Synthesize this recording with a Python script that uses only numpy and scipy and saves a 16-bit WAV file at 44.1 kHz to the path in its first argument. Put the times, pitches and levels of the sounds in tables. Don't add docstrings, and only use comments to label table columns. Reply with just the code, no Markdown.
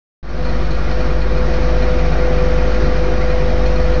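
import sys
import numpy as np
from scipy import signal
from scipy.io import wavfile

SR = 44100
rng = np.random.default_rng(int(sys.argv[2]) if len(sys.argv) > 2 else 0)


def master(y):
    cut = np.clip(np.atleast_2d(y).T, -1, 1)
    pcm = np.round(cut * 32767)
    wavfile.write(sys.argv[1], SR, pcm.astype(np.int16))


N = 176400


def from_db(db):
    return 10 ** (np.asarray(db) / 20)


def rms_one(x):
    return x / np.sqrt(np.mean(x ** 2) + 1e-20)


def clock():
    return np.arange(N) / SR


def at_hz(points, hz):
    frequencies, levels = np.transpose(points)
    return np.interp(np.log(hz), np.log(frequencies), levels)


def drift(rate_hz):
    step, settle = 40, 2000
    pole = np.exp(-2 * np.pi * step * rate_hz / SR)
    noise = rng.standard_normal(N // step + settle + 2)
    slow = signal.lfilter([1], [1, -2 * pole, pole * pole], noise)[settle:]
    return np.interp(np.arange(N) / step, np.arange(len(slow)), rms_one(slow - slow.mean()))


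def band_noise(low_hz, high_hz, order=2):
    sos = signal.butter(order, [low_hz, high_hz], "band", fs=SR, output="sos")
    return rms_one(signal.sosfilt(sos, rng.standard_normal(N + SR // 2))[-N:])


def tone(hz, wander_hz, rate_hz):
    cycles = np.cumsum(hz + wander_hz * drift(rate_hz)) / SR + rng.random()
    return np.sqrt(2) * np.sin(2 * np.pi * cycles)


# start_s, level_db, treble_db
CONTACTS = [(.286, -36, 0), (.448, -39, 6), (.487, -39, 1.5), (.544, -45, 4), (.706, -37, 3.5),
            (.744, -46, 5), (.908, -33.5, -1.5), (1.0, -32.5, -5), (1.098, -34, -11), (1.213, -32.5, -4),
            (1.371, -32, -4), (1.531, -34.5, -5), (1.623, -39, -3), (1.821, -30, -3.5), (1.983, -32, -6.5),
            (2.12, -33.5, -2), (2.186, -37.5, -7.5), (2.38, -31.5, -10), (2.581, -29.5, -16),
            (2.74, -31, -7), (2.84, -30.5, -6), (2.96, -37, -2), (3.035, -34, -15), (3.151, -39, -14),
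            (3.205, -32, -10), (3.297, -29.5, -7.5), (3.402, -32, -14), (3.49, -35, -6), (3.655, -29.5, -3),
            (3.755, -31, -4.5), (3.795, -46, 6), (3.848, -33, -7), (3.935, -35, 0)]
# pitch_hz, wander_hz, level_db, treble_share
LOOSE_PART_MODES = [(1394, 40, -1.5, 0), (1877, 50, -4.5, 0), (2290, 60, -9, 0), (2444, 34.9, -1.5, 0),
                    (3050, 80, -8.5, .5), (4070, 70, -9.5, 1), (4230, 35, -1.5, 1), (4470, 35, -10, 1)]


def rattle():
    start_s, level_db, treble_db = np.transpose(CONTACTS)
    age = np.arange(SR // 2) / SR
    touches_per_s, touch_db, touch_treble_db, attack_s = 30, -43.5, -6.5, 0.007
    touches = (rng.random(N) < touches_per_s / SR) * from_db(touch_db + rng.standard_normal(N))

    def envelope(treble_share, t60_s):
        blows = touches * from_db(treble_share * touch_treble_db)
        blows[(start_s * SR).astype(int)] = from_db(level_db + treble_share * treble_db)
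        decay = np.minimum(age / attack_s, 1) * from_db(-60 * age / t60_s)
        return np.sqrt(np.abs(signal.fftconvolve(blows ** 2, decay ** 2)[:N]))

    sound = from_db(-4.5) * envelope(1, t60_s=0.1) * band_noise(2600, 5530)
    for hz, wander_hz, mode_db, treble_share in LOOSE_PART_MODES:
        ring = tone(hz, wander_hz, rate_hz=59.9)
        sound += from_db(mode_db) * envelope(treble_share, t60_s=0.12) * ring
    return sound


# time_s, level_db
WHINE_LEVELS = [(.33, -39.5), (.4, -27), (.6, -33.5), (.89, -35), (.97, -27), (1.14, -28.5), (1.21, -32.5),
                (1.42, -22.5), (1.489, -26.5), (1.88, -23.5), (2.07, -23.5), (2.14, -32.5), (2.22, -20.5),
                (2.66, -23), (3.05, -24.5), (3.35, -22), (3.55, -23.5), (3.95, -21.5)]


def blades():
    level_db = np.interp(clock(), *np.transpose(WHINE_LEVELS)) - 0.34 * drift(7.1)
    return from_db(level_db) * tone(501.6, wander_hz=0.24, rate_hz=2)


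# delay_s, gain
WALL_ECHOES = [(.00555, .17), (.00645, .15), (.008, .14), (0.0182, .2), (0.0265, .13)]


def walls(sound):
    t = clock()
    return sound + sum(gain * np.interp(t - delay_s, t, sound, left=0) for delay_s, gain in WALL_ECHOES)


# frequency_hz, relative_density_db
RUSH_SPECTRUM = [(20, -4.5), (35, 0), (60, -3), (108, -4.5), (150, 2), (205, -3.5), (280, -2), (345, -2.5),
                 (425, -4.5), (500, -2), (570, -3), (680, -3), (900, -11), (1400, -10), (2000, -13),
                 (2450, -15.5), (2720, -20.5), (3400, -23.5), (4300, -23.5), (5000, -24), (5900, -26.5),
                 (6450, -35.5), (7100, -56.5)]
# frequency_hz, gain_db
UNTURNED_GAINS = [(60, -6.5), (100, -8), (160, -2.5), (350, -2.5), (650, -3.5), (1300, -1), (2200, -3),
                  (4300, -0.6), (6500, -3)]
# centre_hz, width_hz, level_db
AIR_RESONANCES = [(74.3, 9, -31.5), (147.8, 22, -37.5), (193.7, 12, -43.5), (247, 16, -37),
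                  (328, 18, -36.5), (355.2, 11, -44.5), (392, 10, -38), (465, 18, -42.5), (546.3, 19, -42),
                  (625, 22, -38), (662, 8.9, -44), (711, 30, -42), (830.3, 21, -45), (963, 22, -46),
                  (1164.7, 22, -42), (1400.5, 57, -44), (1570, 18, -51), (1899, 37, -48), (2407, 82, -56),
                  (3023, 170, -54.5), (3813, 120, -53.5), (4196, 150, -57), (4410, 41, -60),
                  (5480, 94, -62)]
# time_s, gain_db
RUSH_GAINS = [(.25, 1), (.47, 0.5), (.62, -.5), (.85, 0), (1.0, 1.5), (1.22, -.5), (1.5, 0), (1.83, 0.85),
              (2.3, 0.84), (2.75, 0.76), (3.2, -0.15), (3.95, 0)]


def air(unturned):
    rush_db, flicker_db = -25.5, 1
    edges = np.geomspace(20, 7600, 49)
    centres = np.sqrt(edges[:-1] * edges[1:])
    gains = from_db(at_hz(RUSH_SPECTRUM, centres)) * np.sqrt(np.diff(edges))
    gains = gains / np.linalg.norm(gains) * from_db(rush_db)
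    rush = np.zeros(N)
    for low_hz, high_hz, hz, gain in zip(edges, edges[1:], centres, gains):
        turn_db = at_hz(UNTURNED_GAINS, hz) * unturned
        rush += gain * band_noise(low_hz, high_hz, order=3) * from_db(flicker_db * drift(16) + turn_db)
    rush = walls(rush)
    for hz, width_hz, level_db in AIR_RESONANCES:
        turn_db = at_hz(UNTURNED_GAINS, hz) * unturned
        rush += band_noise(hz - width_hz / 2, hz + width_hz / 2) * from_db(level_db + turn_db)
    return rush * from_db(np.interp(clock(), *np.transpose(RUSH_GAINS)))


# multiple, level_db, waver_db
HUM_HARMONICS = [(1, -16.5, 0.83), (2, -44.5, 2), (3, -31, 0.3), (4, -40, 1), (5, -41.5, 0)]
# pitch_hz, level_db, wander_hz
STEADY_DRONES = [(69.85, -29, 0.091), (80.7, -35, 0.28), (119.2, -50.5, .1), (139.8, -34.5, 0.42),
                 (169.8, -43.5, .2), (234, -38, .2), (238.7, -43, .1), (346.3, -40.5, 0.14),
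                 (354.5, -43.5, .1), (390.5, -40.5, 0.21), (561, -43, 0.38)]


def motor(unturned):
    motor_hz, drone_waver_db, unturned_db = 50.15, 1.5, -1.1
    cycles = motor_hz * clock()
    hum = np.zeros(N)
    for multiple, level_db, waver_db in HUM_HARMONICS:
        amplitude = np.sqrt(2) * from_db(level_db + waver_db * drift(2.3))
        hum += amplitude * np.sin(2 * np.pi * (multiple * cycles + rng.random()))
    for hz, level_db, wander_hz in STEADY_DRONES:
        hum += from_db(level_db + drone_waver_db * drift(2.5)) * tone(hz, wander_hz, rate_hz=4)
    return hum * from_db(unturned_db * unturned)


def scene():
    turn_from_s, turn_to_s = 1.19, 1.5
    unturned = np.interp(clock(), [turn_from_s, turn_to_s], [1, 0])
    return (motor(unturned) + blades() + air(unturned) + rattle())[None]


def record(dry):
    start_s, open_s, swell_s, swell_db, cutoff_hz = 0.228, 0.0013, 0.27, 14.5, 7080
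    offset = -0.19
    age = clock() - start_s
    gate = np.clip(age / open_s, 0, 1)
    swell = np.interp(age, [0, swell_s], [from_db(-swell_db), 1])
    lowpass = signal.ellip(12, 0.1, 85, cutoff_hz, fs=SR, output="sos")
    return signal.sosfilt(lowpass, (dry + offset) * gate * swell)


dry = scene()
out = record(dry)
master(out)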